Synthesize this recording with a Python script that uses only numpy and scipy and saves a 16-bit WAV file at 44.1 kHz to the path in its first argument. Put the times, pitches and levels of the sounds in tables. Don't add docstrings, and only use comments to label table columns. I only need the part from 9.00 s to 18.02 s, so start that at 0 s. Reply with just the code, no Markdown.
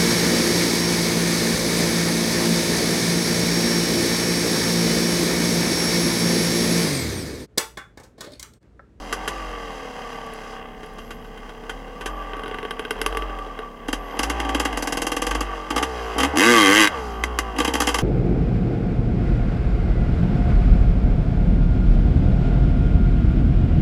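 import sys
import numpy as np
from scipy import signal
from scipy.fft import rfft, irfft
from scipy.io import wavfile
from scipy.ndimage import uniform_filter1d

SR = 44100
rng = np.random.default_rng(int(sys.argv[2]) if len(sys.argv) > 2 else 0)


def digitize_waveform(pressure):
    field = np.atleast_2d(pressure).T
    bounded = np.clip(field, -1, 1)
    quanta = np.round(bounded * 32767).astype(np.int16)
    wavfile.write(sys.argv[1], SR, quanta)


def gain_from_db(level_db):
    decades = np.asarray(level_db, float) / 20
    return 10 ** decades


N = 397782


def colour(x, slope, modes=(), size=8192):
    hz = np.maximum(np.arange(size // 2 + 1) * SR / size, 1)
    slope_hz, slope_db = np.transpose(slope)
    db = np.interp(np.log(hz), np.log(slope_hz), slope_db)
    db = db + sum(g / (1 + (2 * (hz - f) / max(w, f / 22)) ** 2) for f, w, g in modes)
    cepstrum = irfft(db * np.log(10) / 20)
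    cepstrum[1:size // 2] *= 2
    cepstrum[size // 2 + 1:] = 0
    response = irfft(np.exp(rfft(cepstrum)))
    response = response / np.sqrt(np.sum(response ** 2))
    sounding = np.flatnonzero(x)
    start, end = sounding[0], sounding[-1] + 1
    part = signal.oaconvolve(x[start:end], response)
    out = np.zeros(N + size)
    out[start:start + len(part)] = part
    return out[:N]


def read(table, t):
    s, *columns = np.transpose(table)
    return [np.interp(t, s, c) for c in columns]


def walk(rate):
    k = int(SR / rate)
    held = np.repeat(rng.standard_normal(N // k + 1), k)
    return 1.05 * uniform_filter1d(uniform_filter1d(held, k), k)[:N]


def alike(rows, repeat):
    return signal.lfilter([np.sqrt(1 - repeat ** 2)], [1, -repeat], rows, axis=0)


def lay(s, grains):
    out = np.zeros(N + grains.shape[1])
    for start, grain in zip((np.asarray(s) * SR).astype(int), grains):
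        out[start:start + len(grain)] += grain
    return out[:N]


def fade(t, a, b, edge_s):
    return np.clip(np.minimum(t - a, b - t) / edge_s, 0, 1)


# opens [t/s], crank [f/Hz], shuts [t/s], crank [f/Hz], extra hum [level/dB]
TWISTS = [(-.1, 43.5, 0.0, 43.2, -3), (0.11, 41.1, 0.32, 48.8, -7), (.5, 43.8, .85, 38.1, -5),
          (1.72, 33, 2.52, 34.2, 2), (2.62, 33.9, 2.76, 38.2, 1), (3.0, 37.3, 3.11, 45.1, 0),
          (3.91, 34.6, 4.12, 46.3, 2), (4.15, 46.4, 4.26, 45.8, 2), (4.82, 33.4, 4.97, 42.4, 3),
          (5.15, 39.2, 5.31, 59.8, 0), (5.5, 54.4, 5.6, 57.6, 0), (5.66, 56.9, 5.82, 41.5, 0),
          (6.22, 41.2, 6.382, 52.2, 4), (6.676, 43.6, 6.848, 66.6, -3), (7.144, 53.2, 7.274, 72.8, 2),
          (7.36, 73.1, 8.0, 63.2, -4), (8.202, 54.2, 8.274, 62.3, 2), (8.58, 52.4, 8.694, 67.2, -1),
          (8.96, 56.3, 9.1, 56, -3)]
# [t/s], crank [f/Hz]
FREE_WHEEL = [
    (7.36, 74),
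    (7.44, 112),
    (7.5, 122),
    (7.575, 113),
    (7.66, 94),
    (7.795, 110),
    (7.88, 98),
    (7.95, 68),
    (8.0, 63.2),
]
# crank [f/Hz], hum [level/dB]
FRAME_HUM = [(33, -45), (38, -39), (46, -32), (57, -29), (67, -33), (74, -33), (95, -43), (120, -39)]
COAST_S, INERTIA_S = .6, .045
SLACK_DB_PER_HZ = -.35


def throttle(t):
    opens, low, shuts, high, extra_db = np.transpose(TWISTS)
    k = np.clip(np.searchsorted(opens, t, side="right") - 1, 0, len(opens) - 2)
    rise = np.clip((t - opens[k]) / (shuts[k] - opens[k]), 0, 1)
    coasted = np.expm1(-np.maximum(t - shuts[k], 0) / COAST_S)
    sag = coasted / np.expm1(-(opens[k + 1] - shuts[k]) / COAST_S)
    hz = low[k] + (high[k] - low[k]) * rise + (low[k + 1] - high[k]) * np.minimum(sag, 1)
    free = (t > FREE_WHEEL[0][0]) & (t < FREE_WHEEL[-1][0])
    hz = np.where(free, read(FREE_WHEEL, t)[0], hz)
    hz = uniform_filter1d(hz, int(INERTIA_S * SR))
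    slack_db = SLACK_DB_PER_HZ * np.abs(high - low)
    knots = np.c_[opens, opens + (shuts - opens) / 2, shuts].ravel()
    twist_db = np.interp(t, knots, np.c_[slack_db, extra_db, extra_db].ravel())
    return hz, read(FRAME_HUM, hz)[0] + twist_db


def crank_hum(turns, hum_db):
    wave = np.sin(2 * np.pi * turns) + gain_from_db(-36.5) * np.sin(4 * np.pi * turns)
    return np.sqrt(2) * gain_from_db(hum_db) * wave


# multiple of the turn, [level/dB]
PISTON_AIR = [(1, 5), (2, -12), (3, -12), (4, -10), (5, -8), (6, -8), (7, -1), (8, -9), (9, -8), (10, -12),
              (11, -10), (12, -8), (13, -3), (14, -2), (15, -10), (16, -7), (17, -10), (18, -5), (19, -9),
              (20, -6), (21, -9), (22, -10), (23, -9), (24, -10), (25, -10), (26, -11), (27, -13),
              (28, -12), (29, -13), (30, -13), (31, -12), (32, -12)]
# [f/Hz], width [f/Hz], [level/dB]
CAMERA_CASE = [(453, 60, 9), (580, 27, -4), (766.5, 47, 8.5), (1150.5, 89, 10), (1358, 136, -7),
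               (1551, 62, 6), (2052, 206, 5.5), (2316, 152, -12), (2800, 38, 8.5), (3165, 160, 9),
               (3702, 160, -13.5), (3825, 44, 12), (4070, 660, -4.5), (4990, 320, 6), (5860, 120, 3),
               (6340, 33, 2.5), (8860, 650, -7), (10400, 350, 5)]
PUMP_DB, PUMP_SLOPE = -44, .05
PUMP_DB_PER_OCTAVE = 12


def pumping(hz, turns, over_db):
    step = np.arange(1024) / 1024
    stroke = sum(gain_from_db(db) * np.sin(2 * np.pi * (k * step + rng.random())) for k, db in PISTON_AIR[1:])
    air_strokes = np.interp(turns % 1, step, stroke / stroke.std(), period=1)
    level_db = PUMP_DB + PUMP_SLOPE * over_db + PUMP_DB_PER_OCTAVE * np.log2(np.minimum(hz, 65) / 40)
    half_case = [(f, w, db / 2) for f, w, db in CAMERA_CASE]
    slope = [(60, -26), (150, 1.5), (1500, -3.5), (2500, -26)]
    return colour(air_strokes * gain_from_db(level_db - 8), slope, half_case)


def stroke_gate(turns):
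    angle = turns % 1
    return .5 + np.exp(-angle / 0.12) + .5 * np.exp(-((angle + .45) % 1) / 0.38)


REPEAT = .93
LOOSE_HZ, TIGHT_HZ = 5, 54


def knocking(hz, turns):
    pattern = alike(rng.standard_normal((600, 1024)), REPEAT)
    repeated = pattern[turns.astype(int), (turns % 1 * 1024).astype(int)]
    locked = np.clip((hz - LOOSE_HZ) / (TIGHT_HZ - LOOSE_HZ), 0, 1)
    return locked * repeated + np.sqrt(1 - locked ** 2) * rng.standard_normal(N)


# [f/Hz], [level/dB]
RATTLE_COLOUR = [(150, -36), (400, -4.5), (800, 0), (1200, -2), (2200, -7), (3300, -13.5), (4500, -40.5),
                 (8000, -47.5)]
CLATTER_DB_PER_OCTAVE = -4


def clatter(hz, knocks, gate, shake_db):
    level_db = shake_db + CLATTER_DB_PER_OCTAVE * np.log2(np.clip(hz, 46, 65) / 46)
    return colour(knocks * gate * gain_from_db(level_db + 1.2 * walk(20)), RATTLE_COLOUR, CAMERA_CASE)


# from [t/s], to [t/s], extra [level/dB]
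TYRES_ROLL = [
    (-.1, 1.62, 5.5),
    (1.75, 3.05, 5.5),
    (4.3, 4.7, 3),
    (6.5, 7.2, 4),
    (7.9, 8.2, 4),
]
# [f/Hz], [level/dB]
HISS_COLOUR = [(2500, -6), (4200, 2), (7000, -5.5), (10500, -10.5), (12200, -13), (13500, -30)]
# [f/Hz], width [f/Hz], [level/dB]
COOLING_FINS = [(4830, 90, 4), (5980, 80, 4), (6380, 70, 2.5), (7450, 260, 3.5), (9900, 500, 2.5)]
HISS_DB, HISS_SLOPE = -55.5, 1.1


def hiss(t, gate, over_db):
    rolling_db = sum(db * fade(t, a, b, .06) for a, b, db in TYRES_ROLL)
    level_db = HISS_DB + HISS_SLOPE * over_db + rolling_db
    noise = rng.standard_normal(N) * np.sqrt(gate)
    return colour(noise * gain_from_db(level_db + 1.2 * walk(25)), HISS_COLOUR, CAMERA_CASE + COOLING_FINS)


# [t/s], [level/dB]
TANK_RINGS = [(.3, -34), (2.95, -36), (3.07, -26.5), (3.3, -31), (4.07, -24.5), (4.2, -27), (6.45, -29),
              (7.2, -34), (7.91, -31), (8.4, -36)]
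# [f/Hz], width [f/Hz], [level/dB]
TANK_PANEL = (1162, 95, 20)
RING_DB, RING_RISE_S, RING_FALL_DB_PER_S = -46, .03, 40


def tank(t, knocks, gate, over_db):
    ring = gain_from_db(RING_DB + over_db)
    for s, db in TANK_RINGS:
        swell = np.clip((t - s) / RING_RISE_S, 0, 1)
        ring = ring + swell * gain_from_db(db - RING_FALL_DB_PER_S * np.maximum(t - s, 0))
    slope = [(600, -20), (TANK_PANEL[0], 0), (2000, -20), (4000, -50)]
    return colour(knocks * np.sqrt(gate) * ring * gain_from_db(-9.5), slope, [TANK_PANEL])


# [t/s], [level/dB]
BIKE_SHAKE = [(0.0, -34), (0.35, -33), (1.53, -36), (1.64, -41), (2.3, -44), (2.98, -40.5), (3.29, -36),
              (3.86, -38), (4.08, -33), (4.76, -43), (5.37, -29), (6.2, -34), (6.41, -30), (6.7, -35),
              (6.88, -29.5), (7.91, -28.5), (8.18, -35), (9.02, -30)]


def crank(t, hz, hum_db):
    turns = np.cumsum(hz) / SR
    shake_db = read(BIKE_SHAKE, t)[0]
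    over_db = shake_db + 35
    gate = stroke_gate(turns)
    knocks = knocking(hz, turns)
    sound = crank_hum(turns, hum_db) + pumping(hz, turns, over_db)
    sound += clatter(hz, knocks, gate, shake_db)
    return sound + hiss(t, gate, over_db) + tank(t, knocks, gate, over_db)


# [t/s], [level/dB]
WIND_AND_SAND = [(0.0, -53), (0.48, -50.5), (0.78, -53), (1.61, -52.5), (2.03, -53.5), (4.0, -54),
                 (4.4, -57), (5.53, -59.5), (6.0, -46), (6.53, -61), (7.26, -53), (7.41, -50), (7.81, -51),
                 (8.06, -51), (9.02, -49)]


def air(t):
    gusts = gain_from_db(read(WIND_AND_SAND, t)[0] + 2 * walk(6))
    slope = [(15, -15), (40, 1), (120, -11.5), (250, -2), (600, -59)]
    return colour(rng.standard_normal(N) * gusts, slope) * gain_from_db(6.5)


STRONG_DB, THUMP_KEEPS, CRACK_LOSES = -13, .45, .35


def balance(rows, thump_db, crack_db, scatter_db):
    s, db = np.transpose(rows)[:2]
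    weak = STRONG_DB - db
    thump_uneven, crack_uneven = scatter_db * rng.standard_normal((2, len(s)))
    thump = thump_db + THUMP_KEEPS * weak + thump_uneven
    crack = crack_db - CRACK_LOSES * weak + crack_uneven
    return np.c_[s, db, thump, crack]


def every_turn(table, hz, scatter_db):
    s, *columns = np.transpose(table)
    a, b = int(s[0] * SR), int(s[-1] * SR)
    whole_turns = np.floor(np.cumsum(hz[a:b]) / SR)
    times = (a + np.flatnonzero(np.diff(whole_turns, prepend=-1))) / SR
    rows = np.transpose([times] + [np.interp(times, s, c) for c in columns])
    uneven = scatter_db * rng.standard_normal(len(rows))
    rows[:, 1] += uneven
    rows[:, 2] -= uneven
    return rows


# [f/Hz], [level/dB]
THUMP_COLOUR = [(60, -43.5), (150, -7), (230, -3.5), (500, -5.5), (900, 7), (2000, -56)]
# [f/Hz], [level/dB]
BANG_COLOUR = [(300, -18.5), (700, -5), (1200, 2), (2000, -0.5), (3200, -3.5), (4500, -18), (7000, -40.5)]
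# [f/Hz], [level/dB]
CRACK_COLOUR = [(2500, -23.5), (4500, -1), (7000, -1), (10500, -3.5), (12000, -5), (13200, -22),
                (15500, -30)]
EARLY = 1.1
SNAP, SNAP_MS = .8, 1.4


def firings(rows, pipe, repeat, thump_db, bang_db, crack_db, rise_ms, burn_ms, tail_db, tail_ms, front,
            lag_ms=0., fins=COOLING_FINS):
    s, db, low_db, high_db = (c[:, None] for c in np.transpose(rows))
    ms = np.arange(3000) / SR * 1000
    decay = np.exp(-ms / burn_ms) + gain_from_db(tail_db) * np.exp(-ms / tail_ms)
    burn = (1 - np.exp(-ms / rise_ms)) * decay
    late = np.interp(ms - lag_ms, ms, burn)
    chance = rng.standard_normal((len(s), 3, len(ms)))
    shocks = alike(chance[:, 0], repeat) * gain_from_db(3.02 * chance[0, 1])
    shocks *= (EARLY * burn + late) / (1 + EARLY)
    shocks[:, 50 + int(lag_ms * SR / 1000)] -= front * gain_from_db(1.5 * chance[:, 1, 0])
    pulse = np.exp(-((ms - lag_ms - 2.2) / 0.18) ** 2)
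    thump = gain_from_db(db + low_db + thump_db) * (pulse + 0.4 * shocks) / 25
    bang = gain_from_db(db + bang_db) * shocks
    spit = (burn + SNAP * np.exp(-ms / SNAP_MS)) * chance[:, 2] * gain_from_db(2.02 * chance[:, 1])
    crack = gain_from_db(db + high_db + crack_db) * (spit + 0.33 * shocks)
    starts = s[:, 0]
    sound = colour(lay(starts, thump), THUMP_COLOUR, pipe)
    sound += colour(lay(starts, bang), BANG_COLOUR, CAMERA_CASE + pipe[1:])
    return sound + colour(lay(starts, crack), CRACK_COLOUR, CAMERA_CASE + fins)


# [t/s], bang [level/dB]
IDLE_FIRINGS = [(0.126, -13), (0.2764, -13), (1.8312, -31.5), (1.9839, -28), (2.1061, -26), (2.245, -38),
                (2.3747, -35), (2.4494, -45), (2.4924, -32), (2.6356, -38), (2.6943, -20.5), (2.8772, -40),
                (3.0094, -23.5), (3.0585, -16.5)]
# [f/Hz], width [f/Hz], [level/dB]
SIDE_PIPE = [(437.6, 89.4, 22), (295.6, 85.3, 9.5), (1486, 118, 8)]


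def idling():
    rows = balance(IDLE_FIRINGS, -10.5, -14, 1.0)
    return firings(rows, SIDE_PIPE, .63, thump_db=27, bang_db=-6, crack_db=-1,
                   rise_ms=2.4, burn_ms=9.3, tail_db=-13, tail_ms=24, front=7.8)


# from [t/s], to [t/s], [level/dB]
BUZZES = [(1.113, 1.194, -68), (1.991, 2.174, -64), (2.196, 2.29, -69), (2.987, 3.24, -66),
          (3.98, 4.243, -65), (4.979, 5.18, -63), (6.98, 7.18, -66), (7.98, 8.22, -65)]


def insect(t):
    on = sum(gain_from_db(db) * fade(t, a, b, .01) for a, b, db in BUZZES)
    buzz = rng.standard_normal(N) * (1 + 0.34 * np.sin(2 * np.pi * 90 * t))
    slope = [(9500, -40), (10800, -11), (11700, -2), (12300, -4), (13000, -40)]
    return colour(on * buzz, slope, [(11500, 120, 8)])


# [t/s], [level/dB]
GRAINS = [
    (1.265, -33),
    (1.3368, -29),
    (1.862, -35),
    (1.937, -40),
    (1.9923, -53),
    (2.0498, -46),
    (2.2159, -50),
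    (4.8537, -62),
]


def grit():
    s, db = np.transpose(GRAINS)
    ticks = gain_from_db(db[:, None] - 7.5) * rng.standard_normal((len(s), 400)) * np.exp(-np.arange(400) / 60)
    return colour(lay(s, ticks), [(4000, -22), (9000, -12), (10800, 0), (12500, -15), (14000, -30)])


# [t/s], bang [level/dB], crack rel [level/dB]
PASSING_FIRINGS = [(3.2357, -35, -22), (3.2851, -41, -26), (3.3334, -22, -30), (3.3665, -27, -17),
                   (3.3937, -26, -19), (3.435, -24, -19), (3.459, -23.5, -24), (3.4789, -23.5, -17),
                   (3.5119, -21, -28), (3.5436, -21.5, -20), (3.5853, -18.5, -24), (3.6287, -21.5, -20),
                   (3.6502, -19, -26), (3.708, -13.5, -17), (3.7935, -15, -17), (3.8502, -18.5, -23),
                   (3.9073, -12, -11), (3.9575, -30, -26), (3.988, -26.5, -23), (4.0147, -11.5, -9),
                   (4.062, -8, -10.5), (4.1252, -20.5, -20), (4.1483, -22, -20), (4.1706, -11.5, -15),
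                   (4.2217, -20, -26), (4.2962, -28, -26), (4.3872, -24.5, -18), (4.4643, -29, -24),
                   (4.5894, -23, -20.5)]
# [f/Hz], width [f/Hz], [level/dB]
PASSING_FINS = [(7000, 2500, -7), (10300, 2200, 4)]


def passing_bike():
    rows = balance(PASSING_FIRINGS, -11.5, 0, 1.5)
    rows[:, 3] = np.transpose(PASSING_FIRINGS)[2]
    return firings(rows, SIDE_PIPE, .2, thump_db=27, bang_db=-11.5, crack_db=-9, fins=PASSING_FINS,
                   rise_ms=.6, burn_ms=3.5, tail_db=-10, tail_ms=16, front=15)


# [t/s], bang [level/dB]
BLIP_FIRINGS = [(4.8829, -18.5), (4.9281, -13.5), (5.1673, -29), (5.1907, -12), (5.2309, -13),
                (5.2978, -14), (5.3991, -17), (5.448, -25), (5.4902, -18), (5.5462, -11.5), (5.5975, -10.5),
                (5.651, -11), (5.7263, -22.5), (6.309, -14), (6.3486, -14.5), (6.4066, -14),
                (6.7035, -14.5), (6.761, -11.5), (6.7775, -12.5), (6.826, -10.5), (7.1822, -11.5),
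                (7.2005, -10), (7.2165, -20), (7.231, -10), (7.246, -12), (7.3563, -19)]
# [f/Hz], width [f/Hz], [level/dB]
EXPANSION_PIPE = [(290, 115, 18), (480, 70, 15), (820, 90, 7)]


def blipping():
    rows = balance(BLIP_FIRINGS, -7.5, -15, 1.5)
    return firings(rows, EXPANSION_PIPE, .65, thump_db=28.5, bang_db=-7.5, crack_db=-2,
                   rise_ms=.8, burn_ms=9, tail_db=-11, tail_ms=24, front=10, lag_ms=2.4)


# from [t/s], to [t/s], puff [level/dB]
PUFF_SPANS = [
    (5.14, 5.76, -29),
    (6.27, 6.42, -30),
    (6.705, 6.83, -23),
    (7.16, 7.27, -23),
    (7.335, 7.37, -20),
    (8.55, 9.0, -28),
]
LUGGING_TIMES = [5.7723, 5.8233, 5.872, 5.9227, 5.9705, 6.0181, 6.067, 6.1174, 6.1653, 6.2188, 6.2665]
LUGGING_PUFF_DB, LUGGING_DB = -28, -15


def pipe_puffs(hz):
    spans = []
    for a, b, db in PUFF_SPANS:
        ends = [(a, -45, db + 45, -20), (b, -45, db + 45, -20)]
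        spans.append(every_turn(ends, hz, scatter_db=0))
    midway = np.convolve(LUGGING_TIMES, [.5, .5], "valid")
    between = [(s, -45, LUGGING_PUFF_DB + 45, -20) for s in midway]
    return firings(np.vstack(spans + [between]), EXPANSION_PIPE, .5, thump_db=28.5, bang_db=-7.5, crack_db=-2,
                   rise_ms=2.2, burn_ms=8, tail_db=-11, tail_ms=20, front=3)


def lugging():
    rows = balance([(s, LUGGING_DB) for s in LUGGING_TIMES], -7, -12, .8)
    return firings(rows, EXPANSION_PIPE, .9, thump_db=28.5, bang_db=-7.5, crack_db=-2,
                   rise_ms=.9, burn_ms=10, tail_db=-11, tail_ms=24, front=9, lag_ms=1.5)


# [t/s], bang [level/dB], pipe thump rel [level/dB], crack rel [level/dB]
FULL_THROTTLE = [
    (7.3716, -3.5, -9, -14),
    (7.42, -0.5, -12.5, -17.5),
    (7.48, -1.5, -8, -18),
    (7.6, -1.2, -10, -18.5),
    (7.75, -1.5, -10.5, -17.5),
    (7.81, 1.5, -12, -18),
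    (7.85, -1.5, -12, -17),
    (7.86, -10.5, -11, -23),
    (7.878, 3, -25, -17),
]
# [f/Hz], width [f/Hz], [level/dB]
PIPE_WHEN_HOT = [(303.7, 194, 19.5), (2085, 418, 4), (2110, 130, 2), (1077, 137, 0.5), (480.2, 70, 14.5),
                 (780, 260, -5), (1700, 300, 1)]


def full_throttle(hz):
    rows = every_turn(FULL_THROTTLE, hz, scatter_db=0.5)
    return firings(rows, PIPE_WHEN_HOT, .78, thump_db=24.5, bang_db=-10, crack_db=-4,
                   rise_ms=.5, burn_ms=2.4, tail_db=-7, tail_ms=10, front=10)


# [t/s], bang [level/dB], thump rel [level/dB], crack rel [level/dB]
AFTER_BANGS = [
    (8.2372, -9.5, -15.5, -16.5),
    (8.3876, -6.5, -13.5, -14.5),
]


def after_bangs():
    return firings(AFTER_BANGS, PIPE_WHEN_HOT, .42, thump_db=24.5, bang_db=-8.5, crack_db=-1.5,
                   rise_ms=.54, burn_ms=3.04, tail_db=-6.5, tail_ms=13.4, front=11.4)


# [t/s], bang [level/dB]
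SPIN_FIRINGS = [(8.5625, -26), (8.5845, -12), (8.601, -10.5), (8.6155, -20), (8.647, -10.5),
                (8.6765, -12.5), (8.737, -12.5), (8.752, -13.5), (8.802, -10), (8.8185, -10.5),
                (8.871, -9.5), (8.8875, -11), (8.9432, -10), (8.985, -12.5)]


def spinning():
    rows = balance(SPIN_FIRINGS, -4, -14, 1.5)
    return firings(rows, EXPANSION_PIPE, .2, thump_db=25.5, bang_db=-8.5, crack_db=-3,
                   rise_ms=.69, burn_ms=4.77, tail_db=-5, tail_ms=23, front=12, lag_ms=2.4)


def scene():
    t = np.arange(N) / SR
    hz, hum_db = throttle(t)
    sound = crank(t, hz, hum_db) + air(t)
    sound += idling() + insect(t) + grit()
    sound += passing_bike()
    sound += blipping() + pipe_puffs(hz) + lugging()
    sound += full_throttle(hz) + after_bangs() + spinning()
    return sound[None]


def top_cut(x):
    return signal.sosfilt(signal.butter(12, 16500, fs=SR, output="sos"), x)


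MIC_DB, CEILING, TOP_HZ = -65.5, .7, 15900


def record(dry):
    noisy = dry + gain_from_db(MIC_DB) * rng.standard_normal(N)
    rounded = noisy / (1 + (noisy / CEILING) ** 4) ** .25
    top = signal.ellip(8, .2, 70, TOP_HZ, fs=SR, output="sos")
    mix = signal.sosfilt(top, rounded)
    return top_cut(mix)


dry = scene()
out = record(dry)
digitize_waveform(out)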